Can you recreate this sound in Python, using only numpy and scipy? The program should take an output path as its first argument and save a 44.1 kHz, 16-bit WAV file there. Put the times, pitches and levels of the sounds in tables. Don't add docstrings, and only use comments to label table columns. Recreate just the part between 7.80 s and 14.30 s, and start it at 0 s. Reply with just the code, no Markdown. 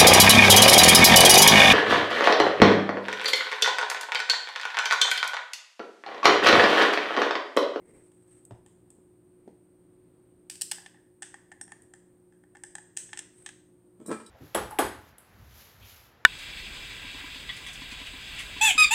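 import sys
import numpy as np
from scipy import signal
from scipy.fft import rfft, irfft
from scipy.io import wavfile
from scipy.ndimage import uniform_filter1d

SR = 44100
rng = np.random.default_rng(int(sys.argv[2]) if len(sys.argv) > 2 else 0)


def materialize(psi):
    bounded = np.clip(np.atleast_2d(psi).T, -1, 1)
    quanta = np.round(bounded * 32767).astype(np.int16)
    wavfile.write(sys.argv[1], SR, quanta)


N = 286650
TIME = np.arange(N) / SR
LEAD_S = .01
METAL_RISE_S = .0005
DULL_T60_S = .42

# f/Hz, level/dB
HUM_PARTIALS = [(118.4, -74), (177.6, -70), (306.8, -70), (360.7, -63.5), (538.3, -81)]
# f/Hz, relative level/dB
AIR_COLOUR = [(15, -54), (25, -22.5), (90, -13), (123, -11), (151, -13.5), (180, -11.5), (205, -14.5),
              (299, -10.5), (327, -12), (357, -9), (436, -18), (545, -22.5), (1060, -31.5), (1210, -33),
              (5000, -50), (6500, -111), (11000, -120)]
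HISS_COLOUR = [(4000, -24), (6500, -18.5), (7500, -15.5), (8300, 0), (8900, 4.5), (9400, -6), (10000, -17),
               (11300, -21), (13000, -14), (14500, -12), (16000, -20.5)]

# start t/s, length/s, level/dB
PALM_RUBS = [(0.065, .14, -58), (1.63, 0.027, -74)]
FINGER_SLIDES = [(0.092, .17, -67), (0.355, 0.092, -74.5), (0.53, 0.056, -64), (5.58, 0.07, -61.5)]
# f/Hz, relative level/dB
PALM_COLOUR = [(200, -7), (330, -0.5), (430, 2), (700, -14), (1400, -25), (2100, -18), (3000, -38),
               (6000, -43)]
FINGER_COLOUR = [(2000, -11), (5000, -21.5), (7200, -16.5), (8300, 6.5), (9300, -4.5), (10500, -23),
                 (15000, -31)]

# t/s, level/dB, brightness/dB, room send/dB
FINGERTIP_TOUCHES = [(0.3175, -64, -19, -4), (0.479, -69, -14, -10), (0.651, -49.5, 20, -5),
                     (0.862, -55, -19.5, 2), (1.1035, -52.5, 6, -1), (4.0203, -55.5, 9, 0),
                     (6.2, -64, -23, 11)]
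TABLE_BUMPS = [(0.709, -42.5, 7, 3), (0.718, -41, -11, -1), (0.748, -63, 20, 2)]
TABLE_TAPS = [(1.184, -56.5, -3, -3), (1.677, -42, 4, 3)]
SPOOL_CLINKS = [(2.6985, -34, -1, 1.5), (2.755, -45.5, -4, -2), (2.8114, -30.5, 11.5, -4),
                (2.8178, -24, 12.5, -5), (2.9134, -27.5, -4, -15.5), (2.9178, -27, -14.5, -2.5)]
SPOOL_TICKS = [(2.9825, -45, -33, 2), (3.144, -56.5, -16, 5.5), (3.422, -34.0, 11, -2.5),
               (3.5418, -39, -8.5, -3.5), (3.7168, -42.5, -7, -14), (3.7235, -46.5, -9, 0.5),
               (3.812, -36.5, 11, -7), (3.8375, -48, 38, -17), (3.879, -51.5, -4, 5),
               (3.9196, -39, -2.5, -5), (4.1372, -45.0, 5.5, -2), (4.5236, -62, -6, 3),
               (4.6375, -58, -15, -3.5), (4.7508, -49.5, -13.0, -14), (4.7555, -50, -9.0, -1),
               (4.769, -49, 0, -2.5), (4.8364, -35.5, 12.5, -2.5), (4.9528, -32.5, 10.5, -5),
               (4.983, -40.5, -2, -4)]
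SPOOL_CLACKS = [(3.0613, -41.0, -18, -5.5), (3.4285, -37, -2, 0), (5.167, -41, 10, -7.0),
                (5.1716, -27.0, 17, 0.5), (5.291, -52.5, -19, 0), (5.331, -34, -18, -5.5),
                (5.3735, -35.5, -0.5, 0.5), (5.3905, -31.5, 8, -17.5), (5.6617, -34.5, -3.5, -2.5),
                (5.6895, -41.5, -8, -24)]
SPRING_ZINGS = [(3.8125, -43.5, 5, -3)]
BACK_CLATTER = [(6.2, -47, -15, 5), (6.215, -46, -17, 8), (6.258, -46.5, -1, 6), (6.282, -35.5, -12, 1),
                (6.292, -34, -5, -9), (6.303, -29.5, -1.5, -5.5), (6.313, -26.5, 8, -5.5),
                (6.325, -36, 22, 6), (6.348, -39, -10, 8.5), (6.4, -50, 29, 7)]
PART_PINGS = [(6.261, -48.5, 14, 7), (6.462, -52.5, -18, 2)]

# f/Hz, relative level/dB
TOUCH_COLOUR = [(850, -20), (1660, -23), (2950, -18), (4500, -23), (6100, -20), (8400, 0), (12600, -13)]
BUMP_COLOUR = [(110, 2.5), (290, -2.5), (740, -6), (1700, -17), (4300, -24.5)]
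TAP_COLOUR = [(110, -31), (290, 2.5), (740, -12.5), (1700, -28), (4300, -33)]
CLINK_COLOUR = [(850, -24.5), (1660, -16.5), (2950, -10.5), (4500, -8), (6100, -11.5), (8400, -1),
                (12600, -11)]
TICK_COLOUR = [(850, -5.5), (1660, 0.5), (2950, -13), (4500, -18.5), (6100, -15.5), (8400, -2),
               (12600, -27)]
CLACK_COLOUR = [(850, -14), (1660, -3.5), (2950, -4.5), (4500, -12.5), (6100, -6), (8400, 2), (12600, -21)]
ZING_COLOUR = [(3700, -26), (5500, -4.5), (8500, 5.5), (13300, -21)]
CLATTER_COLOUR = [(120, -17), (260, 4.5), (530, 0), (1200, -6), (3600, -21), (10200, -21)]
PING_COLOUR = [(3700, -7.5), (5500, -9), (8500, 3), (13300, -14.5)]
# f/Hz, relative level/dB
CRACK_COLOUR = [(60, -4.5), (500, 3.5), (820, -8), (1150, -2.5), (1800, -2), (4000, -5.5), (6500, -7),
                (8300, 13.5), (9300, 1), (11000, -12), (13000, -15.5), (16000, -23.5)]
ROOM_COLOUR = [(80, 1), (300, -5), (900, 2), (2000, 3), (5000, 4.5), (8300, 6), (11000, 6.5), (15000, 4)]

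# f/Hz, relative level/dB, t60/s
BODY_MODES = [(817.5, -0.5, 0.041), (1590, 3.5, 0.02), (1774, 9, 0.034), (2064, -1.5, 0.022),
              (2760, -2, 0.015), (3166, -4.5, 0.028), (3420, -3, 0.016), (4330, -21.5, 0.0097),
              (4480, -15.5, 0.0068), (5040, 1, 0.011), (5420, -1.5, 0.018), (6160, -2, .018),
              (5965, -3.5, 0.019), (6440, 8, 0.01), (7120, -4.5, 0.043), (8270, -13.5, 0.023),
              (8370, 2, 0.012), (8750, 2.5, 0.012), (9800, -16.5, 0.02), (10890, -10.5, 0.014)]
TABLE_MODES = [(116, 8, 0.17), (210, 0, 0.056), (281, -2, 0.081), (375, 7, 0.043), (442, 7, 0.012),
               (543, 3, 0.027), (650, 6, 0.019), (784, 1, 0.027), (920, -8, 0.049), (1720, -29, 0.018),
               (3420, -23, 0.0033)]
FLANGE_MODES = [(2920, -5, .05), (4560, -1.5, 0.011), (5070, -10.5, 0.035), (5650, -5.5, 0.062),
                (6300, -8, .04), (15250, -23.5, .07)]
SPRING_MODES = [(5520, -5, 0.096), (5800, -6, 0.053), (8200, -2, 0.13), (8500, 2, 0.14), (8900, 3, 0.095)]
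BACK_MODES = [(125.6, 16, 0.17), (203, -4, 0.081), (218.7, 5.5, 0.31), (317, 14.5, 0.051),
              (442, 6.5, 0.054), (500, -29, .05), (625, -4.5, 0.06), (894, -7.5, 0.056), (1000, -1, 0.026),
              (1105, -4.5, 0.04), (1314, -7.5, 0.12), (1470, -24, 0.066), (1616, -12.5, 0.07),
              (2384, -8.5, 0.1), (8000, -10, .06), (8400, -13, .07), (8670, 6, 0.062), (9520, 3, 0.055)]
PART_MODES = [(3900, 0, 0.053), (5330, -12, 0.062), (7260, -9, .1), (7700, -10, 0.045), (8400, -17, 0.057),
              (8900, -5, 0.073), (8940, 10, 0.033), (13820, -11, .04)]

CLICK_BANDS = [600, 1200, 2300, 3800, 5300, 7000, 10000, 16000]
TABLE_BANDS = [90, 170, 500, 1100, 2600, 7000]
PING_BANDS = [3000, 4600, 6500, 11000, 16000]
BACK_BANDS = [80, 180, 380, 750, 2000, 6500, 16000]


def undb(db):
    return 10 ** (np.asarray(db) / 20)


def unit(x):
    return x / np.sqrt(np.mean(x ** 2) + 1e-24)


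def fade(t, t60):
    return np.exp(-np.log(1000) * t / t60)


def noise(colour, size):
    hz, db = np.transpose(colour)
    f = np.fft.rfftfreq(size, 1 / SR) + 1
    gain = undb(np.interp(np.log(f), np.log(hz), db))
    return unit(irfft(rfft(rng.standard_normal(size)) * gain, size))


def drift(rate_hz):
    hold = int(SR / rate_hz)
    steps = np.repeat(rng.standard_normal(N // hold + 1), hold)
    return unit(uniform_filter1d(steps, hold)[:N])


def background(air_db=-64, hiss_db=-76):
    hum = np.zeros(N)
    for hz, db in HUM_PARTIALS:
        amplitude = np.sqrt(2) * undb(db + 1.3 * drift(10))
        cycles = np.cumsum(hz + 1.5 * drift(7)) / SR
        hum += amplitude * np.sin(2 * np.pi * cycles)
    air = undb(air_db + drift(4)) * noise(AIR_COLOUR, N)
    return hum + air + undb(hiss_db) * noise(HISS_COLOUR, N)


def strokes(events, attack_s=.072, release_t60=.33):
    envelope = np.zeros(N)
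    for s, length_s, db in events:
        attack = np.clip(1 + (TIME - s) / attack_s, 0, 1)
        release = fade(np.maximum(TIME - s - length_s, 0), release_t60)
        envelope += undb(db) * attack * release
    return envelope


def sliding_skin():
    grip_db = 2.2 * drift(140)
    palm = strokes(PALM_RUBS) * undb(grip_db) * noise(PALM_COLOUR, N)
    fingers = strokes(FINGER_SLIDES) * undb(.74 * grip_db) * noise(FINGER_COLOUR, N)
    return palm + fingers


def add(track, s, sound):
    i = int(s * SR)
    track[i:i + len(sound)] += sound[:N - i]


def band_gains(edges, colour, bright_db, corner_hz):
    centre = np.sqrt(np.multiply(edges[:-1], edges[1:]))
    hz, db = np.transpose(colour)
    shelf_db = bright_db / (1 + (corner_hz / centre) ** 2)
    gains = undb(np.interp(np.log(centre), np.log(hz), db) + shelf_db)
    return gains / np.linalg.norm(gains)


def blows(events, modes, colour, edges, *, corner_hz, crack_db, crack_t60, rise_s, length_s,
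          detune, blur_hz, room_t60):
    t = np.maximum(np.arange(SR // 5) / SR - LEAD_S, 0)
    hz, db, t60 = np.transpose(modes)[:, :, None]
    bands = [signal.butter(3, pair, "bandpass", fs=SR, output="sos") for pair in zip(edges, edges[1:])]
    out = np.zeros(N)
    for s, level_db, bright_db, send_db in events:
        pitch = hz * (1 + detune * rng.standard_normal(hz.shape))
        phase = 2 * np.pi * (pitch * t + rng.random(hz.shape))
        ring = np.sum(undb(db) * fade(t, t60) * np.sin(phase), axis=0)
        crack = undb(crack_db) * noise(CRACK_COLOUR, len(t)) * fade(t, crack_t60)
        contact = (ring + crack) * (1 - np.exp(-t / rise_s))
        parts = [signal.sosfiltfilt(band, contact) for band in bands]
        gains = band_gains(edges, colour, bright_db, corner_hz)
        coloured = sum(gain * part / np.linalg.norm(part) for gain, part in zip(gains, parts))
        direct = undb(level_db) * np.sqrt(length_s * SR) * coloured
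        add(out, s - LEAD_S, direct)
        add(out, s - LEAD_S, undb(send_db) * room(direct, blur_hz, room_t60))
    return out


def room(sound, blur_hz, t60, wet_db=-2, split_hz=8800, treble_t60=.39, gap_s=.0068,
         echo_s=.0117, echo_db=-14):
    t = np.arange(SR) / SR
    power = uniform_filter1d(np.abs(rfft(sound, SR)) ** 2, int(blur_hz))
    diffuse = irfft(rfft(noise(ROOM_COLOUR, SR)) * np.sqrt(np.abs(power)), SR)
    low = signal.sosfiltfilt(signal.butter(2, split_hz, fs=SR, output="sos"), diffuse)
    treble = diffuse - low
    tail = (low * fade(t, t60) + treble * fade(t, treble_t60)) / np.linalg.norm(fade(t, t60))
    onset = np.clip((t - LEAD_S) / gap_s - 1, 0, 1)
    answer = undb(wet_db) * tail * onset
    add(answer, echo_s, undb(echo_db) * sound)
    return answer


def fingertips():
    return blows(FINGERTIP_TOUCHES, BODY_MODES, TOUCH_COLOUR, CLICK_BANDS,
                 corner_hz=4000, crack_db=10.5, crack_t60=.02, rise_s=.00047,
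                 length_s=.004, detune=.02, blur_hz=600, room_t60=.56)


def table():
    bumps = blows(TABLE_BUMPS, TABLE_MODES, BUMP_COLOUR, TABLE_BANDS,
                  corner_hz=302, crack_db=-1, crack_t60=.016, rise_s=.0013,
                  length_s=.0084, detune=.0078, blur_hz=160, room_t60=DULL_T60_S)
    taps = blows(TABLE_TAPS, TABLE_MODES, TAP_COLOUR, TABLE_BANDS,
                 corner_hz=300, crack_db=-5, crack_t60=.028, rise_s=.00091,
                 length_s=.0096, detune=.018, blur_hz=160, room_t60=DULL_T60_S)
    return bumps + taps


def spool():
    clinks = blows(SPOOL_CLINKS, BODY_MODES + FLANGE_MODES, CLINK_COLOUR, CLICK_BANDS,
                   corner_hz=2000, crack_db=12.5, crack_t60=.021, rise_s=METAL_RISE_S,
                   length_s=.0036, detune=.018, blur_hz=602, room_t60=.46)
    ticks = blows(SPOOL_TICKS, BODY_MODES, TICK_COLOUR, CLICK_BANDS,
                  corner_hz=4000, crack_db=11, crack_t60=.016, rise_s=METAL_RISE_S,
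                  length_s=.003, detune=.017, blur_hz=278, room_t60=.56)
    clacks = blows(SPOOL_CLACKS, BODY_MODES, CLACK_COLOUR, CLICK_BANDS,
                   corner_hz=4000, crack_db=11.5, crack_t60=.023, rise_s=METAL_RISE_S,
                   length_s=.0034, detune=.015, blur_hz=484, room_t60=.49)
    return clinks + ticks + clacks


def spring():
    return blows(SPRING_ZINGS, SPRING_MODES, ZING_COLOUR, PING_BANDS,
                 corner_hz=6500, crack_db=7, crack_t60=.022, rise_s=METAL_RISE_S,
                 length_s=.012, detune=.0028, blur_hz=200, room_t60=.5)


def camera_back():
    return blows(BACK_CLATTER, BACK_MODES, CLATTER_COLOUR, BACK_BANDS,
                 corner_hz=500, crack_db=7, crack_t60=.063, rise_s=.0013,
                 length_s=.011, detune=.0013, blur_hz=49.6, room_t60=DULL_T60_S)


def loose_part():
    return blows(PART_PINGS, PART_MODES, PING_COLOUR, PING_BANDS,
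                 corner_hz=6500, crack_db=8.5, crack_t60=.036, rise_s=.0021,
                 length_s=.012, detune=.0067, blur_hz=120, room_t60=.42)


def scene():
    contacts = spool() + spring() + fingertips() + table() + camera_back() + loose_part()
    return (contacts + sliding_skin() + background())[None]


def record(dry):
    return signal.sosfilt(signal.ellip(8, .2, 70, 15800, fs=SR, output="sos"), dry)


dry = scene()
out = record(dry)
materialize(out)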